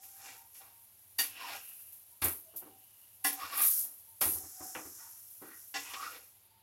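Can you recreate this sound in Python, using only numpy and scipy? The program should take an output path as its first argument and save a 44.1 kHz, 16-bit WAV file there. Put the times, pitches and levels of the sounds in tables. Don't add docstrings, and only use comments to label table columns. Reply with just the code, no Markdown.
import sys
import numpy as np
from scipy import signal
from scipy.fft import rfft, irfft, next_fast_len
from scipy.io import wavfile

SR = 44100
rng = np.random.default_rng(int(sys.argv[2]) if len(sys.argv) > 2 else 0)


def pcm_store(signal):
    levels = np.round(np.clip(np.atleast_2d(signal), -1, 1) * 32767)
    wavfile.write(sys.argv[1], SR, levels.astype(np.int16).T)


N = 291942
TIME = np.arange(N) / SR

# start_s, rise_s, hold_s, t60_s, oil_db, steam_db
SQUEEZES = [(0.0, 0.034, 0.0089, 0.47, -51.5, -63), (-.1, 0.13, 0.34, 0.44, -58, -62.5),
            (0.13, 0.12, 0.049, .3, -74, -54.5), (0.493, 0.065, 0.031, .5, -53.5, -63),
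            (1.21, 0.32, 0.046, .3, -51, -53.5), (1.544, 0.11, 0.12, 1.6, -50.5, -74),
            (3.25, 0.091, 0.28, .6, -52.5, -56.5), (3.497, 0.15, 0.017, 0.3, -22.5, -60),
            (3.628, 0.091, 0.079, 0.35, -31, -47.5), (3.803, 0.083, .3, 0.17, -58, -87),
            (4.285, 0.044, 0.55, 1.3, -61, -53.5), (4.61, 0.019, 0.018, 0.91, -49.5, -49.5),
            (4.933, 0.02, 0.089, 0.82, -68, -56), (5.447, 0.15, .03, 0.29, -60, -60.5),
            (5.733, 0.042, 0.27, 0.9, -61, -52.5)]
# start_s, level_db, hold_s, t60_s, bubble_pitch_hz
FLARES = [(1.182, -30.5, 0.025, 0.31, 11300), (1.924, -48.5, .012, 0.14, 12000),
          (2.215, -35, 0.03, 0.078, 11100), (2.239, -29, .02, 0.38, 11770), (2.559, -38, 0.014, 0.2, 12400),
          (3.24, -29, 0.037, 0.22, 11000), (3.325, -40, 0.017, 0.057, 12800),
          (4.207, -26.5, 0.019, 0.28, 11300), (4.251, -35, 0.091, 0.3, 11400)]
# start_s, level_db
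POPS = [(1.924, -34), (2.285, -14), (3.016, -39), (4.2557, -16), (4.385, -21.5)]
# start_s, griddle_db, blade_db, clatter_db, brightness_hz, ring_time_share (left by bread)
KNOCKS = [(0.03, -84, -74, -59.5, 14000, 1), (0.547, -89, -78, -58.5, 11000, 1),
          (1.186, -42, -26.5, -34.5, 15500, 1), (3.244, -31, -44, -34.5, 14000, 1),
          (4.212, -56, -46, -33, 11000, 0.75), (4.747, -42, -62, -31, 2460, 0.58),
          (5.74, -39.5, -47, -40, 12000, 1), (5.755, -41, -46, -42, 11000, 1),
          (5.935, -72, -55, -34, 4600, 0.35)]
# start_s, rise_s, hold_s, t60_s, friction_db (untrimmed),
# pitch_hz, glide_hz_per_s, spread_share (of pitch), boost_db
STROKES = [(.08, 0.21, 0.021, 0.39, -50.5, 800, 97, 0.093, -9),
           (0.588, 0.026, .01, .45, -56, 900, 6, .3, 2), (1.221, .19, 0.046, 0.94, -45, 2727, 2, 0.1, 2.5),
           (1.357, 0.065, 0.062, 0.12, -43.5, 1091, -1100, 0.049, 7),
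           (1.465, 0.041, 0.052, 0.12, -44.5, 949, -1500, 0.2, 0),
           (2.451, 0.042, 0.58, 0.66, -73.5, 2897, 0, 0.052, 11),
           (3.357, 0.06, 0.026, 0.32, -37.5, 1115, 684, 0.081, 3),
           (3.457, .08, 0.11, 0.22, -39, 1099, 699, 0.047, 0),
           (3.8, 0.055, 0.017, .45, -63.5, 903, -2000, 0.65, 16),
           (4.957, 0.048, 0.015, 0.61, -59.5, 1300, -3, 0.33, 8),
           (5.4, .025, 0.11, 0.29, -54, 1152, 3493, 0.25, 10.5),
           (5.779, 0.097, 0.0186, 0.44, -47, 2065, 5000, 0.18, 6.5),
           (5.78, 0.26, 0.0336, 0.26, -40, 870, 1501.5, 0.12, 7.5),
           (6.08, 0.046, 0.024, 0.39, -52.5, 528.6, -500, 0.14, -6.5)]
# middle_s, half_length_s, pitch_hz, level_db
HUMS = [(0.01, 0.12, 780, -63), (0.269, 0.34, 785, -61), (.38, 0.26, 913, -63.5), (0.774, 0.17, 924, -72.5),
        (2.136, 0.073, 928, -70.5), (2.53, 0.18, 648, -64), (2.715, 0.23, 770, -63),
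        (3.348, 0.17, 775, -47.5), (4.114, 0.11, 908, -68.5), (4.387, 0.14, 777, -55),
        (4.649, 0.19, 749, -53.5), (5.07, 0.15, 921, -64.5), (6.589, 0.28, 900, -72)]
# start_s, smack_db, brightness_hz, thud_db, stove_thump_db
SLAPS = [(2.219, -36.5, 5100, -43, -39.5), (2.251, -40.5, 2920, -51.5, -36.5),
         (2.537, -64.5, 800, -65, -95), (2.618, -59, 1060, -56.5, -82), (2.66, -60.5, 756, -59, -84),
         (3.437, -65, 486, -82, -58), (4.212, -37, 1360, -47.5, -66), (4.258, -50, 1500, -47, -41.5),
         (4.352, -56.5, 1200, -56.5, -49), (4.434, -61, 1200, -63.5, -55), (4.603, -53, 970, -55.5, -55.5),
         (4.759, -43.5, 930, -52, -74), (4.849, -59, 1530, -57, -56), (5.416, -57.5, 1000, -50, -85)]
# pitch_hz, level_db, t60_s
GRIDDLE_MODES = [(285, -10, .38), (447, -18, .35), (690, -10, .15), (775, -1, .15), (818, -7, .18),
                 (1050, -8, .25), (1130, -11, .2), (1430, -6, .16), (1698, 0, .2), (1825, -7, .22),
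                 (1986, 0, .19), (2735, -3, .14), (3510, -13, .22), (4520, -7, .16), (4947, -11, .18),
                 (5450, -7, .25), (5560, -10, .2), (6772, -13, .22)]
# pitch_hz, level_db, t60_s
BLADE_MODES = [(1860, -3, .15), (2848, -5, .17), (3661, -9, .16), (4635, -1, .17), (5720, -11, .13),
               (6255, -15, .2), (6804, -14, .2), (8603, -15, .11), (11370, -14, .18), (12070, -13, .17),
               (12440, -7, .2), (12570, -14, .19)]
# pitch_hz, width_hz, level_db
RUBBED_MODES = [(286, 26, 0), (502, 11, 4), (772, 27, 4), (970, 15, -1), (1133, 28, -5.5), (1430, 24, 4),
                (1470, 49, -0.5), (1624, 120, -4.5), (1910, 54, 5.5), (2333, 250, 4.5), (2616, 250, 2.5),
                (2672, 66, 8.5), (3510, 480, -1), (4380, 400, -2), (5420, 290, -3)]
# frequency_hz, relative_db_per_hz
OIL_SPECTRUM = [(1000, -41.5), (5000, -21.5), (8000, -16), (9300, -7.5), (10500, -3), (11500, 2),
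                (12600, -1.5), (14000, -7.5), (16000, -10)]
# frequency_hz, relative_db_per_hz
STEAM_SPECTRUM = [(1500, -9.5), (3000, -28), (4700, -13), (5400, 1.5), (6300, 0.5), (7400, 1), (8100, -3.5),
                  (11000, -4.5), (16000, -24)]
# frequency_hz, relative_db_per_hz
CLATTER_SPECTRUM = [(150, -27), (300, -13.5), (600, -13.5), (1000, -2.5), (1800, -10), (2200, -9),
                    (2800, 2), (4000, -5.5), (5500, 1.5), (7400, -2), (8200, -3.5), (16000, -30)]
# frequency_hz, relative_db_per_hz
FRICTION_SPECTRUM = [(120, -41.5), (300, -7), (600, 2.5), (1000, 6.5), (1800, 9), (2150, -32), (2800, 9),
                     (3500, -16.5), (4800, 2), (5500, 2), (6400, -54), (7400, -68), (8300, -58),
                     (16000, -7)]
# frequency_hz, relative_db_per_hz
DOUGH_SPECTRUM = [(150, -11), (300, -24), (500, -3.5), (700, -2.5), (1200, 1), (2500, -7), (6000, -7.5),
                  (16000, -35)]
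# frequency_hz, relative_db_per_hz
THUD_SPECTRUM = [(100, -18), (170, -8.5), (240, -2), (300, 7.5), (440, -1), (600, -13), (1000, -62)]
# frequency_hz, relative_db_per_hz
FLAME_SPECTRUM = [(15, -67), (25, -30), (103, 0), (141, -20), (210, -14), (268, -23), (391, -15.5),
                  (446, -25), (488, -18.5), (830, -15.5), (907, -15.5), (1320, -22), (2350, -19.5),
                  (2690, -18), (5000, -20), (6500, -86), (11000, -120)]

REST_OIL_DB, REST_STEAM_DB = -59.5, -74.5
FLIP_S, FRESH_OIL_DB, FRESH_STEAM_DB, DRYING_DB_PER_S = 4.21, -53, -66, 1.5
LIFT_S, CALMING_DB_PER_S = 6.143, 34.5
OIL_PEAK_HZ = 11500
SMACK_T60_S = 0.25
STOVE_HZ, STOVE_T60_S = 85.5, 0.22
FLAME_DB = -72
KITCHEN_T60_S = 0.24
MIC_LOW_HZ, CUTOFF_HZ = 42.6, 15850


def frying(flicker_db=1.15):
    t = TIME[::50]
    fresh = (t > FLIP_S) * from_db(-DRYING_DB_PER_S * (t - FLIP_S))
    oil_gain = np.hypot(from_db(REST_OIL_DB), from_db(FRESH_OIL_DB) * fresh)
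    steam_gain = np.hypot(from_db(REST_STEAM_DB), from_db(FRESH_STEAM_DB) * fresh)
    for start_s, rise_s, hold_s, t60_s, oil_db, steam_db in SQUEEZES:
        push = effort(t - start_s, rise_s, hold_s, t60_s)
        oil_gain = np.hypot(oil_gain, from_db(oil_db) * push)
        steam_gain = np.hypot(steam_gain, from_db(steam_db) * push)
    bubbles = sum(kitchen(grains(3000, spread_db=5.3), wet_db=8) for _ in range(2))
    crackle = colour(bubbles, OIL_SPECTRUM) * from_db(flicker_db * drift(90))
    steam = colour(kitchen(grains(9000, spread_db=3.0), wet_db=-7.5), STEAM_SPECTRUM)
    calm = from_db(-CALMING_DB_PER_S * np.maximum(t - LIFT_S, 0))
    oil_layer = np.interp(TIME, t, calm * oil_gain) * crackle
    steam_layer = np.interp(TIME, t, calm * steam_gain) * steam
    return oil_layer + steam_layer


def flares(rise_s=0.005):
    out, t = np.zeros(N), TIME[:SR // 2]
    bubbles = kitchen(grains(5000, spread_db=2.0), wet_db=-16)
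    swell = np.minimum(t / rise_s, 1)
    for start_s, level_db, hold_s, t60_s, pitch_hz in FLARES:
        spectrum = np.array(OIL_SPECTRUM) * [pitch_hz / OIL_PEAK_HZ, 1]
        spit = colour(bubbles[int(start_s * SR):][:len(t)], spectrum)
        add(out, start_s, from_db(level_db) * spit * swell * fade(t - hold_s, t60_s))
    return out


def pops(pitch_hz=11500, width_hz=3500):
    clicks = np.zeros(N)
    for start_s, level_db in POPS:
        add(clicks, start_s, from_db([level_db]))
    ticks = resonate(clicks + 1e-18, pitch_hz, width_hz)
    return kitchen(ticks * clicks.max() / np.abs(ticks).max(), wet_db=-16.0)


def knocks(clatter_t60_s=0.32, chatter_s=0.003, rise_s=0.003, body_db=-2):
    out, t = np.zeros(N), TIME[:SR * 3 // 4]
    for start_s, griddle_db, blade_db, clatter_db, bright_hz, free in KNOCKS:
        wash = colour(rng.standard_normal(len(t)), CLATTER_SPECTRUM)
        wash = wash + from_db(body_db) * pressed(rng.standard_normal(len(t)))
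        clatter = from_db(clatter_db) * rms_one(wash) * fade(t - chatter_s, clatter_t60_s * free)
        griddle = from_db(griddle_db) * struck(np.array(GRIDDLE_MODES) * [1, 1, free], t, vary_db=1.0)
        blade = from_db(blade_db) * struck(BLADE_MODES, t, vary_db=1.0)
        ring = (griddle + blade) * (1 + .25 * drift(110)[:len(t)])
        blow = (ring + clatter) * (1 - np.exp(-t / rise_s))
        add(out, start_s, soften(soften(blow, bright_hz), bright_hz))
    return out


def scrapes(body_db=-1, rasp_db=-3, coupling=0.79, judder_db=1.04, trim_db=-3.0):
    out, t = np.zeros(N), TIME[:SR * 3 // 4]
    slips = kitchen(grains(900, spread_db=3.0), wet_db=0.0)
    rasp = from_db(body_db) * pressed(slips) + from_db(rasp_db) * colour(slips[::-1], FRICTION_SPECTRUM)
    for start_s, rise_s, hold_s, t60_s, friction_db, pitch_hz, glide, spread, boost_db in STROKES:
        path_hz = pitch_hz + glide * np.minimum(t, rise_s + hold_s)
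        carrier = np.sin(2 * np.pi * np.cumsum(path_hz) / SR)
        band = rms_one(soften(rng.standard_normal(len(t)), spread * pitch_hz) * carrier)
        favoured = rms_one(band + coupling * pressed(band))
        boost = from_db(boost_db)
        sound = np.roll(rasp, -int(start_s * SR))[:len(t)] + boost * favoured
        push = effort(t, rise_s, hold_s, t60_s)
        add(out, start_s, from_db(friction_db) * push * sound / np.hypot(1, boost))
    return from_db(trim_db + judder_db * drift(35)) * out


def hums(width_hz=24, rough=0.62):
    out = np.zeros(N)
    for middle_s, half_s, pitch_hz, level_db in HUMS:
        near = np.abs(TIME - middle_s) < half_s
        t = TIME[near] - middle_s
        waver = [rms_one(soften(rng.standard_normal(SR), width_hz))[-len(t):] for _ in range(2)]
        phase = 2 * np.pi * pitch_hz * t
        tone = (1 + rough * waver[0]) * np.sin(phase) + rough * waver[1] * np.cos(phase)
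        swell = np.cos(np.pi * t / (2 * half_s)) ** 4
        out[near] += from_db(level_db) * swell * tone / np.hypot(1, rough)
    return out


def slaps(spread_s=0.011, rise_s=0.0008, body_db=-3, thud_t60_s=0.35):
    out, t = np.zeros(N), TIME[:SR * 3 // 4]
    for start_s, smack_db, bright_hz, thud_db, thump_db in SLAPS:
        noise = rng.standard_normal((3, len(t)))
        smack = colour(noise[0], DOUGH_SPECTRUM) + from_db(body_db) * pressed(noise[1])
        smack = rms_one(soften(smack, bright_hz))
        smack = from_db(smack_db) * smack * fade(t - spread_s, SMACK_T60_S)
        thud = from_db(thud_db) * colour(noise[2], THUD_SPECTRUM) * fade(t - spread_s, thud_t60_s)
        thump = from_db(thump_db) * np.sin(2 * np.pi * STOVE_HZ * t) * fade(t, STOVE_T60_S)
        add(out, start_s, (smack + thud + thump) * (1 - np.exp(-t / rise_s)))
    return out


def gas_flame():
    return from_db(FLAME_DB) * colour(rng.standard_normal(N), FLAME_SPECTRUM)


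def kitchen(x, wet_db):
    t = TIME[:SR // 2]
    tail = rng.standard_normal(len(t)) * fade(t, KITCHEN_T60_S) * (t > .003)
    wet = from_db(wet_db)
    echo = signal.fftconvolve(x, tail / np.linalg.norm(tail))[:N]
    return (x + wet * echo) / np.hypot(1, wet)


def pressed(push):
    modes = enumerate(RUBBED_MODES)
    return rms_one(sum((-1) ** k * from_db(db) * resonate(push, hz, width) for k, (hz, width, db) in modes))


def struck(modes, t, vary_db):
    hz, db, t60_s = np.transpose(modes)[:, :, None]
    strength = from_db(db + vary_db * rng.standard_normal(hz.shape))
    swell = 1 - np.exp(-t * hz / 1.7)
    tone = np.sin(2 * np.pi * (hz * t + rng.random(hz.shape)))
    return np.sum(strength * swell * fade(t, t60_s) * tone, axis=0)


def effort(t, rise_s, hold_s, t60_s):
    return np.clip(t / max(rise_s, .001), 0, 1) ** 2 * fade(t - rise_s - hold_s, t60_s)


def grains(per_s, spread_db):
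    sizes = from_db(spread_db * np.minimum(rng.exponential(1, N), 5)) * rng.choice([-1, 1], N)
    return sizes * (rng.random(N) < per_s / SR)


def resonate(x, hz, width_hz):
    r = np.exp(-np.pi * width_hz / SR)
    feedback = [1, -2 * r * np.cos(2 * np.pi * hz / SR), r * r]
    return signal.lfilter(np.array([1, 0, -1]) * (1 - r * r) / 2, feedback, x)


def colour(x, spectrum):
    hz, db = np.transpose(spectrum)
    size = next_fast_len(len(x))
    f = np.maximum(np.fft.rfftfreq(size, 1 / SR), 1)
    skirts = np.minimum(f / hz[0], 1) ** 2 * np.minimum(hz[-1] / f, 1) ** 2
    gain = skirts * from_db(np.interp(np.log(f), np.log(hz), db))
    return rms_one(irfft(rfft(x, size) * gain, size)[:len(x)])


def soften(x, hz):
    return signal.sosfilt(signal.butter(2, min(hz, .45 * SR), fs=SR, output="sos"), x)


def drift(rate_hz):
    return np.interp(TIME * rate_hz, np.arange(4000), rng.standard_normal(4000))


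def fade(t, t60_s):
    return np.exp(-np.log(1000) * np.maximum(t, 0) / t60_s)


def from_db(db):
    return 10 ** (np.asarray(db) / 20)


def rms_one(x):
    return x / np.sqrt(np.mean(x ** 2) + 1e-20)


def add(out, start_s, sound):
    i = max(int(start_s * SR), 0)
    out[i:i + len(sound)] += sound[:N - i]


def scene():
    oil = frying() + flares() + pops()
    steel = knocks() + scrapes() + hums()
    return (oil + steel + slaps() + gas_flame())[None]


def record(dry):
    thin = signal.sosfilt(signal.butter(2, MIC_LOW_HZ, "high", fs=SR, output="sos"), dry)
    return signal.sosfilt(signal.ellip(12, .1, 80, CUTOFF_HZ, fs=SR, output="sos"), thin)


dry = scene()
out = record(dry)
pcm_store(out)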